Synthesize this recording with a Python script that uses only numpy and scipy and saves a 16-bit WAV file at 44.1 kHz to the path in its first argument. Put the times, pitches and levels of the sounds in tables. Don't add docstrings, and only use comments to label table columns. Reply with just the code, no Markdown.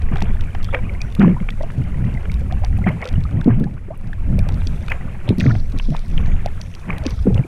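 import sys
import numpy as np
from scipy import signal
from scipy.fft import rfft, irfft, next_fast_len
from scipy.io import wavfile
from scipy.ndimage import uniform_filter1d

SR = 44100
rng = np.random.default_rng(int(sys.argv[2]) if len(sys.argv) > 2 else 0)


def bounce(signal):
    frames = np.transpose(np.atleast_2d(signal))
    limited = np.clip(frames, -1, 1)
    pcm = np.round(limited * 32767).astype(np.int16)
    wavfile.write(sys.argv[1], SR, pcm)


N = 329406

# [t/s, slow push level/dB, deep buffet level/dB, faster flutter level/dB]
WIND_LEVELS = [(0.0, -50, -21, -30), (0.04, -13, -22.5, -30), (1.1, -26, -24.5, -29),
               (1.58, -18.5, -32.5, -29), (1.93, -22, -23, -28.5), (2.77, -18.5, -17.5, -23),
               (3.06, -39, -33.5, -32.5), (3.14, -15, -15.5, -24.5), (3.29, -27, -20, -28),
               (3.58, -20.5, -38, -20), (3.68, -32, -29.5, -29), (3.95, -23.5, -38, -35),
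               (4.31, -17, -17.5, -21), (4.45, -18, -18, -24), (5.26, -26.5, -33.5, -29),
               (5.45, -21, -27, -18.5), (5.66, -16.5, -22.5, -32), (5.97, -17, -36.5, -28.5),
               (6.22, -11.5, -18, -25.5), (6.72, -29, -33.5, -33), (7.39, -17, -17.5, -28.5),
               (7.47, -61, -49, -29)]
# [f/Hz, level/dB]
PUSH_SPECTRUM = [(4, -20), (10, -3.5), (20, -1), (30, -4.5), (50, -35)]
BUFFET_SPECTRUM = [(18, -29), (30, -35), (45, -10.5), (70, -11.5), (100, -13.5), (150, -42), (300, -58)]
FLUTTER_SPECTRUM = [(40, -64.5), (80, -5), (130, 1), (200, -4.5), (260, -14), (400, -28), (700, -32),
                    (1200, -55)]
# [t/s, level/dB]
WATER_LEVELS = [(0.0, -41), (1.1, -44.5), (3.1, -44), (3.56, -43.5), (3.68, -50.5), (3.95, -51.5),
                (4.35, -45.5), (5.32, -43.5), (5.91, -51), (6.26, -42), (6.8, -47.5), (7.09, -40.5),
                (7.47, -58.5)]
# [f/Hz, level/dB]
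SWASH_SPECTRUM = [(250, -0.5), (400, -5.5), (700, -4.5), (1000, -4), (1600, -1.5), (2400, 0), (2800, -4.5),
                  (3200, -8), (4300, -46.5)]
# [t/s, level/dB]
RAIN_LEVELS = [(0.0, -61), (3.1, -60.5), (3.87, -68), (4.72, -58), (5.1, -61), (5.87, -61), (7.47, -59.5)]
# [f/Hz, level/dB]
RAIN_SPECTRUM = [(1650, -36), (2800, -22.5), (3380, -1), (4900, -6), (6800, -6), (10100, -5.5),
                 (12800, -14), (15200, -17.5), (15800, -42)]
# [t/s, low ring drive level/dB, high ring drive level/dB]
HOUSING_DROPS = [(.02, -39, -42), (.439, -46, -70), (2.787, -45, -49), (3.016, -51, -41), (3.205, -46, -71),
                 (5.903, -36, -52), (5.992, -50, -38), (0.1566, -33, -42), (0.17, -31.5, -51),
                 (0.182, -37, -50), (0.2054, -31, -44), (0.2224, -22, -22.5), (0.4088, -27.5, -36),
                 (0.5482, -41, -38.5), (0.629, -35, -37), (0.6446, -32.5, -29), (0.749, -39, -60),
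                 (.651, -38, -38.5), (2.408, -48.5, -50), (4.522, -41, -42), (4.825, -55, -45),
                 (4.901, -50, -39), (5.412, -39, -33), (1.0164, -27, -20), (1.1236, -38.5, -56),
                 (1.1505, -26, -55), (1.1954, -27.5, -41), (1.225, -38, -58), (1.504, -28, -48),
                 (1.623, -45, -48), (1.6302, -39.5, -37), (2.14, -41.5, -58), (2.3171, -30, -33),
                 (2.3406, -32, -40), (2.5234, -33, -40), (2.647, -27.5, -24.5), (2.8903, -42, -57),
                 (3.042, -34, -46), (3.0545, -27, -30), (3.0746, -33, -30), (3.0884, -26.5, -29),
                 (1.101, -50, -51.5), (1.838, -49, -52), (4.132, -43.5, -62), (3.1273, -40, -55),
                 (3.2375, -34, -52), (3.4111, -34, -53), (3.4431, -37, -52), (3.5982, -44, -59),
                 (3.641, -36.5, -65), (4.391, -31.5, -30.5), (4.4884, -28, -28.5), (4.5421, -38.5, -39),
                 (4.671, -30, -22), (4.882, -29, -54), (4.9197, -32.5, -55), (5.2902, -17, -55),
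                 (5.3835, -43, -34), (5.3993, -24, -23), (5.406, -17.5, -44), (5.7216, -42, -39),
                 (5.7869, -25, -29), (5.9653, -28.5, -37), (6.1779, -43, -54), (6.26, -38.5, -41),
                 (6.4597, -28, -27), (6.614, -35, -23.5), (6.7501, -32, -31.5), (6.982, -30, -53),
                 (7.0374, -45, -38), (7.0652, -18.5, -16), (7.106, -46, -30), (7.3442, -29, -34.5)]
# [f/Hz, level/dB relative to the drive]
LOW_MODES = [(2600, 1), (3600, 1)]
HIGH_MODES = [(4600, 1), (5700, -1.5)]
# [f/Hz, level/dB]
CRACK_SPECTRUM = [(1500, -16), (3400, 14), (5000, 4.5), (7200, -3), (9500, -3), (11500, -23), (12800, -8),
                  (15000, -25.5)]
# [t/s, level/dB before the spectrum]
DROP_SNAPS = [(0.2059, -42), (0.2225, -37), (0.6432, -37.5), (0.747, -39.5), (1.0174, -42.5),
              (1.1506, -32.5), (1.505, -41.5), (2.317, -41), (2.3401, -39), (2.7781, -40), (2.8769, -46),
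              (2.8898, -38), (3.5982, -42), (3.9763, -40.5), (4.3894, -32.5), (4.4877, -38.5),
              (4.9013, -39), (4.9202, -37), (5.29, -40), (5.3842, -34.5), (5.7873, -38), (6.4597, -35.5),
              (6.6144, -46), (6.7506, -47), (6.983, -33.5), (7.0983, -40)]
# [f/Hz, level/dB]
SNAP_SPECTRUM = [(6000, -37), (8500, 4.5), (11000, -2.5), (12800, 1), (15500, -12.5)]
# [t/s, level/dB, 60 dB decay/s]
SPLASH_BURSTS = [(0.109, -34.5, 0.45), (0.723, -26, 0.17), (1.199, -21.5, 0.29), (2.499, -35.5, 0.12),
                 (2.629, -32, 0.1), (2.856, -22.5, 0.19), (3.004, -31.5, 0.38), (3.477, -30, 0.26),
                 (4.368, -40.5, 1), (4.902, -28, 0.15), (5.409, -40, 0.86), (5.481, -36, 0.082),
                 (5.932, -37, 0.22), (6.35, -38.5, 0.14), (6.875, -30, 0.44), (7.255, -43, 0.35),
                 (7.349, -36, 0.52)]
# [t/s, level/dB, starting f/Hz, length/s]
AIR_POCKETS = [(0.113, -15.5, 260, 0.017), (.13, -10, 170, 0.025), (0.218, -15, 227, 0.037),
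               (0.291, -20, 215, 0.042), (1.184, -3, 222.4, 0.073), (1.226, -1.5, 219, 0.067),
               (1.266, -6.5, 260.5, 0.038), (1.29, -7.5, 201, 0.06), (1.407, -12.5, 206, 0.025),
               (1.773, -11, 144, 0.047), (2.86, -8.5, 200, 0.053), (3.177, -8, 149, 0.027),
               (3.458, -4, 209, 0.021), (3.473, 0, 301.6, 0.026), (3.492, -7, 135, 0.077),
               (3.606, -11.5, 314, 0.034), (3.642, -16.5, 250, 0.034), (4.381, -16, 218, 0.031),
               (4.665, -23.5, 344, 0.016), (5.289, -2, 110, 0.022), (5.303, -5, 290, 0.022),
               (5.322, -11.5, 241, 0.029), (5.378, -11, 215, 0.041), (5.455, -8.5, 329, 0.026),
               (5.467, -4.5, 134, 0.05), (5.524, -13.5, 107, 0.081), (5.734, -23.5, 378, 0.043),
               (5.884, -16, 344, 0.022), (5.9, -11, 195, 0.04), (6.865, -20.5, 215.6, 0.11),
               (7.059, -12, 350, 0.021), (7.122, -16, 151, 0.02), (7.255, -11.5, 301, 0.013),
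               (7.27, -2.5, 263, .03), (7.308, -8.5, 145.5, 0.076), (7.344, -8, 97.5, 0.053),
               (7.391, -3.5, 163, 0.025)]
# [t/s, level/dB, starting f/Hz, 60 dB decay/s]
SINGLE_BUBBLES = [(.123, -29, 1070, 0.014), (.158, -21.5, 724, 0.031), (.168, -24.5, 2330, 0.016),
                  (0.222, -12, 790, 0.0025), (.549, -23, 706, 0.017), (0.688, -26, 1270, 0.033),
                  (0.74, -15, 479, 0.048), (0.737, -20, 2280, .012), (.745, -12, 1700, 0.0025),
                  (.749, -16, 2250, 0.022), (.768, -28, 1540, 0.027), (.789, -34, 2250, 0.036),
                  (.851, -34.5, 2400, 0.051), (0.895, -27.5, 2240, 0.024), (.95, -34.5, 2040, 0.041),
                  (1.006, -30, 2360, 0.03), (1.017, -26, 2400, 0.028), (1.211, -11, 1680, 0.0058),
                  (1.218, -10, 1470, 0.0028), (1.228, -19, 787, 0.019), (1.246, -20.5, 1005, 0.017),
                  (1.29, -31, 2150, .02), (1.313, -34, 2220, 0.03), (1.366, -26, 914, 0.054),
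                  (1.487, -39, 1660, 0.03), (1.608, -16, 538, 0.026), (1.634, -21, 583, 0.039),
                  (2.173, -25.5, 1980, 0.022), (2.255, -28, 1620, 0.013), (2.298, -28, 2190, 0.017),
                  (2.415, -30, 437, 0.049), (2.524, -23.5, 665, 0.045), (2.62, -28, 533, 0.048),
                  (2.638, -24.5, 720, .025), (2.788, -30, 720, 0.027), (2.818, -35, 1340, 0.033),
                  (2.88, -19, 2070, 0.012), (2.906, -24, 520, 0.027), (2.841, -26.5, 2030, 0.039),
                  (2.866, -16.5, 664, 0.03), (2.889, -17, 2100, 0.016), (3.025, -22.5, 2124, 0.043),
                  (3.03, -27, 1030, 0.032), (3.062, -25, 1320, 0.026), (3.156, -35, 2870, 0.028),
                  (3.253, -31, 1210, 0.037), (3.415, -20.5, 1530, 0.0051), (3.504, -19.5, 1080, 0.0064),
                  (3.639, -30, 1640, 0.029), (3.668, -32, 734, 0.06), (3.884, -29, 317, 0.021),
                  (3.907, -24, 572, 0.076), (3.935, -39, 1070, 0.048), (4.131, -25, 1670, 0.011),
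                  (4.385, -23.5, 520, 0.048), (4.391, -25.5, 2360, 0.02), (4.468, -26, 516, 0.038),
                  (4.49, -23.5, 800, 0.008), (4.882, -25, 2400, 0.0059), (4.898, -26, 2470, 0.07),
                  (4.918, -10.5, 1990, 0.0021), (4.922, -29, 2730, 0.027), (5.278, -22, 512, 0.024),
                  (5.405, -11.5, 2460, 0.0081), (5.411, -18.5, 1900, .008), (5.441, -27, 1600, 0.016),
                  (5.461, -31, 1300, 0.056), (5.481, -27, 1150, 0.016), (5.465, -17.5, 2010, 0.0044),
                  (5.507, -20, 1365, 0.025), (5.513, -21.5, 1750, 0.015), (5.552, -28.5, 670, 0.03),
                  (5.798, -17, 2820, 0.0038), (5.92, -27, 586, 0.056), (5.949, -20, 880, 0.0044),
                  (6.178, -18.5, 3010, 0.0071), (6.74, -28.5, 2750, 0.0046), (6.461, -12.5, 640, 0.0071),
                  (6.473, -35, 750, 0.052), (6.9, -19, 1080, 0.022), (6.905, -15, 2300, 0.0067),
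                  (6.93, -23, 2210, 0.013), (7.02, -33, 2000, .015), (7.036, -30, 546, 0.046),
                  (7.054, -22, 444, 0.014), (7.054, -28, 2520, 0.02), (7.108, -31, 914, 0.0091),
                  (7.266, -33, 1340, 0.02), (7.269, -9.5, 390, 0.016), (7.327, -34, 736, 0.017),
                  (7.352, -24, 470, 0.022), (7.377, -23, 500, 0.021), (7.394, -31, 500, 0.016),
                  (7.438, -36.5, 2300, 0.029), (7.449, -23.5, 268, 0.014), (7.303, -17, 367, 0.036),
                  (7.378, -13, 2770, 0.0045), (7.392, -22.5, 1920, .0063)]
# [t/s, level/dB]
AFTER_RINGS = [(.748, -21.5), (3.05, -25)]
# [t/s, level/dB before the spectrum]
DULL_BODIES = [(0.745, -3.5), (0.158, -16.5), (0.204, -30), (0.217, -17.5), (0.549, -17.5), (1.401, -23),
               (1.487, -11), (1.701, -22.5), (2.253, -20.5), (3.137, -20), (4.49, -21), (4.617, -22),
               (4.882, -15), (4.918, -7), (5.411, -20), (5.551, -18), (5.798, -17), (6.179, -15.5)]
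# [start t/s, length/s, starting level/dB, starting upper edge f/Hz]
HISS_PATCHES = [(0.197, 0.19, -42, 3680), (0.63, 0.17, -39, 3800), (4.482, 0.66, -49.5, 4080),
                (5.276, 0.045, -35, 4000), (5.382, 0.25, -41, 6600), (5.606, 0.18, -56, 4500),
                (5.775, 0.43, -46, 6200), (6.066, 1, -50, 3830), (7.05, 0.2, -42, 6460)]
# [start t/s, length/s, starting level/dB, start centre f/Hz, end centre f/Hz, width f/Hz]
HISS_BANDS = [(1.02, 0.11, -49, 5800, 5700, 700), (4.65, 0.24, -50.5, 5900, 6100, 600),
              (4.87, 0.13, -50, 6200, 7300, 900), (5.285, .08, -47, 4250, 4150, 500),
              (5.56, 0.15, -50, 4900, 6200, 1000), (6.05, 0.37, -50.5, 5400, 7100, 1300),
              (6.597, 0.26, -49.5, 5900, 5900, 1400)]

SMALL_DROPS, SMALL_DROP_DB = 16, 16
CRACK_DB, CRACK_GROWTH, USUAL_DROP_DB = -36.5, 0.53, -24.5
SPLASH_RISE_S = 0.014
SAG_PIVOT_HZ, SAG_POWER = 59.9, 0.75
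CLIMB_HZ_PER_S = 8500
SWELL_SHARE = 0.06
AFTER_RING_HZ, AFTER_RING_T60_S = 500, 0.14
HISS_LOW_HZ, HISS_SINK = 3080, 0.2
HISS_RAGGED_HZ, HISS_MOTTLE_DB = 130, 1.9
BAND_LIMIT_HZ = 15900


def amp(db):
    return 10 ** (np.asarray(db) / 20)


def evened(x):
    return x / np.sqrt(np.mean(x ** 2) + 1e-20)


def curve(rows, order):
    table = np.array(rows)
    return np.interp(np.arange(N) / SR, table[:, 0], table[:, order])


def coloured(x, points):
    hz, db = np.transpose(points)
    size = next_fast_len(len(x))
    log_hz = np.log(np.fft.rfftfreq(size, 1 / SR) + 1)
    shape = amp(np.interp(log_hz, np.log(hz), db, -90, -90))
    return irfft(rfft(x, size) * shape, size)[:len(x)]


def lumps(seconds):
    size = max(int(seconds * SR), 2)
    smooth = uniform_filter1d(rng.standard_normal(N), size)
    return evened(uniform_filter1d(smooth, size))


def add(mix, s, sound):
    part = mix[max(round(s * SR), 0):][:len(sound)]
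    part += sound[:len(part)]


def bubble(hz, t60, octaves, rise):
    t = np.arange(int((t60 + rise) * SR) + 8) / SR
    turns = np.cumsum(hz * 2 ** (octaves * t / t60)) / SR
    swell = np.sin(np.pi / 2 * np.minimum(t / rise, 1)) ** 2
    decay = amp(-60 * np.maximum(t - rise, 0) / t60)
    return np.sin(2 * np.pi * turns) * decay * swell


def burble(low_hz, high_hz, per_s, cycles, spread_db):
    out, pitches = np.zeros(N), np.geomspace(low_hz, high_hz, num=24)
    loudness = amp(spread_db * np.minimum(rng.exponential(1, N), 5))
    strikes = loudness * (rng.random(N) < per_s / SR)
    kind = rng.integers(0, len(pitches), N)
    for k, hz in enumerate(pitches):
        one = bubble(hz, cycles / hz, 0.249, 0.98 / hz)
        out += signal.oaconvolve(strikes * (kind == k), one)[:N]
    return evened(out)


def wind(lumpy_db):
    push = evened(coloured(rng.standard_normal(N), PUSH_SPECTRUM))
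    buffet = evened(coloured(rng.standard_normal(N), BUFFET_SPECTRUM))
    gusty = rng.standard_normal(N) * amp(lumpy_db * lumps(0.062))
    flutter = evened(coloured(gusty, FLUTTER_SPECTRUM))
    return sum(amp(curve(WIND_LEVELS, k)) * part for k, part in enumerate([push, buffet, flutter], 1))


def water():
    crowd = burble(350, 3000, per_s=1100, cycles=42, spread_db=3.1)
    swash = crowd + 0.8 * rng.standard_normal(N)
    flicker_db = 1.1 * lumps(0.012) + 1.5 * lumps(0.08)
    return evened(coloured(swash, SWASH_SPECTRUM)) * amp(curve(WATER_LEVELS, 1) + flicker_db)


def rain(patter):
    loudness = amp(6.3 * np.minimum(rng.exponential(1, N), 5))
    near = loudness * (rng.random(N) < 150 / SR) * rng.choice([-1, 1], N)
    hiss = evened(coloured(rng.standard_normal(N) + patter * evened(near), RAIN_SPECTRUM))
    return hiss * amp(curve(RAIN_LEVELS, 1) + 1.0 * lumps(0.017))


def ticks(ring_t60, crack_s):
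    ring, crack, snap = np.zeros(N), np.zeros(N), np.zeros(N)
    t = np.arange(200) / SR
    when, size, place = rng.random((SMALL_DROPS, 3)).T
    level = curve(RAIN_LEVELS, 1)[(when * N).astype(int)] + SMALL_DROP_DB - 4.7 * size
    small = np.transpose([when * N / SR, level - 8.0 * place, level - 7.2 * (1 - place)])
    low, high = (sum(amp(db) * bubble(hz, ring_t60, 0, 0.0004) for hz, db in modes)
                 for modes in (LOW_MODES, HIGH_MODES))
    for s, low_db, high_db in np.vstack([HOUSING_DROPS, small]):
        add(ring, s, amp(low_db) * low + amp(high_db) * high)
        crack_db = CRACK_DB + CRACK_GROWTH * (max(low_db, high_db) - USUAL_DROP_DB)
        pulse = np.exp(-(t / crack_s - 1.3) ** 2)
        add(crack, s, amp(crack_db) * pulse * rng.standard_normal(len(t)))
    for s, db in DROP_SNAPS:
        add(snap, s, amp(db) * np.exp(-t / crack_s) * rng.standard_normal(len(t)))
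    return ring + coloured(crack, CRACK_SPECTRUM) + coloured(snap, SNAP_SPECTRUM)


def splashes():
    force = np.zeros(N)
    for s, db, t60 in SPLASH_BURSTS:
        t = np.arange(int((SPLASH_RISE_S + t60) * SR)) / SR
        decay = amp(db - 60 * np.maximum(t - SPLASH_RISE_S, 0) / t60)
        add(force, s, decay * np.minimum(t / SPLASH_RISE_S, 1))
    crowd = burble(450, 3000, per_s=2600, cycles=28, spread_db=2.8) * amp(1.5 * lumps(0.003))
    return force * evened(coloured(crowd, SWASH_SPECTRUM))


def gulps(wobble, ragged_db):
    out, chance, breakup = np.zeros(N), lumps(0.0045), amp(ragged_db * lumps(0.0014))
    for s, db, start_hz, length in AIR_POCKETS:
        end_hz = SAG_PIVOT_HZ * (start_hz / SAG_PIVOT_HZ) ** SAG_POWER
        u = np.arange(int(2 * length * SR)) / (length * SR)
        shake = chance[round(s * SR):][:len(u)]
        u = u[:len(shake)]
        hz = (end_hz + (start_hz - end_hz) * np.exp(-2.2 * u)) * (1 + wobble * shake)
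        turns = 2 * np.pi * np.cumsum(hz) / SR
        swell = np.minimum(u / 0.15, 1) ** 2 * np.exp(-1.6 * u ** 2)
        tone = np.sin(turns) + 0.13 * np.sin(1.8 * turns) + 0.072 * np.sin(2.1 * turns)
        add(out, s, amp(db) * swell * tone)
    return out * breakup


def plops():
    out = np.zeros(N)
    for s, db, hz, t60 in SINGLE_BUBBLES:
        rise = 2.5 / hz + SWELL_SHARE * t60
        octaves = np.log2(1 + CLIMB_HZ_PER_S * t60 / hz)
        ring = bubble(hz, max(t60, 0.003), octaves, rise)
        add(out, s - 0.6 * rise, amp(db) * ring)
    for s, db in AFTER_RINGS:
        add(out, s, amp(db) * bubble(AFTER_RING_HZ, AFTER_RING_T60_S, 0.045, 0.0059))
    return out * (1 + 0.35 * lumps(0.0012))


def dull_bodies(length):
    out, t = np.zeros(N), np.arange(500) / SR
    pulse = np.exp(-(t / length - 1.2) ** 2)
    for s, db in DULL_BODIES:
        add(out, s, amp(db) * pulse * rng.standard_normal(len(t)))
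    return coloured(out, SWASH_SPECTRUM)


def treble_hiss(noise_share, edge_hz, fade_db):
    grains = burble(3000, 9500, per_s=1500, cycles=30, spread_db=2.8)
    hiss = grains + noise_share * rng.standard_normal(N)
    flickering = evened(hiss * amp(3.2 * lumps(0.006)))
    hz, t, z = signal.stft(flickering, SR, nperseg=512, noverlap=384)
    mottle = uniform_filter1d(rng.standard_normal(z.shape), 9, 0)
    mottle = evened(uniform_filter1d(mottle, 8, 1))
    ragged = evened(uniform_filter1d(rng.standard_normal(len(t)), 6))
    hz, opening = hz[:, None], np.zeros(z.shape)
    for start, length, db, high_hz in HISS_PATCHES:
        u = np.clip((t - start) / length, 0, 1)
        sink_hz = HISS_SINK * (high_hz - HISS_LOW_HZ) * u ** 3
        top = high_hz - sink_hz + HISS_RAGGED_HZ * ragged
        above_low = np.clip((hz - HISS_LOW_HZ) / edge_hz + 0.5, 0, 1)
        below_top = np.clip((top - hz) / edge_hz + 0.5, 0, 1)
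        fade = amp(db - fade_db * u) * (u > 0) * np.sqrt(1 - u ** 4)
        opening = np.maximum(opening, fade * above_low * below_top)
    for start, length, db, from_hz, to_hz, width_hz in HISS_BANDS:
        u = np.clip((t - start) / length, 0, 1)
        off = (hz - from_hz - (to_hz - from_hz) * u) / (width_hz / 2)
        fade = amp(db) * (u > 0) * np.sqrt(1 - u ** 4)
        opening = np.maximum(opening, fade * np.exp(-off ** 4))
    shaped = z * opening * amp(HISS_MOTTLE_DB * mottle)
    return signal.istft(shaped, SR, nperseg=512, noverlap=384)[1][:N]


def scene():
    air = wind(lumpy_db=4.5)
    shower = rain(patter=0.24) + ticks(ring_t60=0.0055, crack_s=0.0014)
    hull = gulps(wobble=0.13, ragged_db=1.1)
    wet = water() + splashes() + plops()
    bodies = dull_bodies(length=0.0021)
    treble = treble_hiss(noise_share=1.6, edge_hz=400, fade_db=5)
    return (air + shower + hull + wet + bodies + treble)[None]


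def record(dry):
    rounded = 1.15 * np.tanh(dry / 1.15)
    low_pass = signal.firwin(511, BAND_LIMIT_HZ, window=("kaiser", 9), fs=SR)
    return signal.oaconvolve(rounded, low_pass[None], "same")


dry = scene()
out = record(dry)
bounce(out)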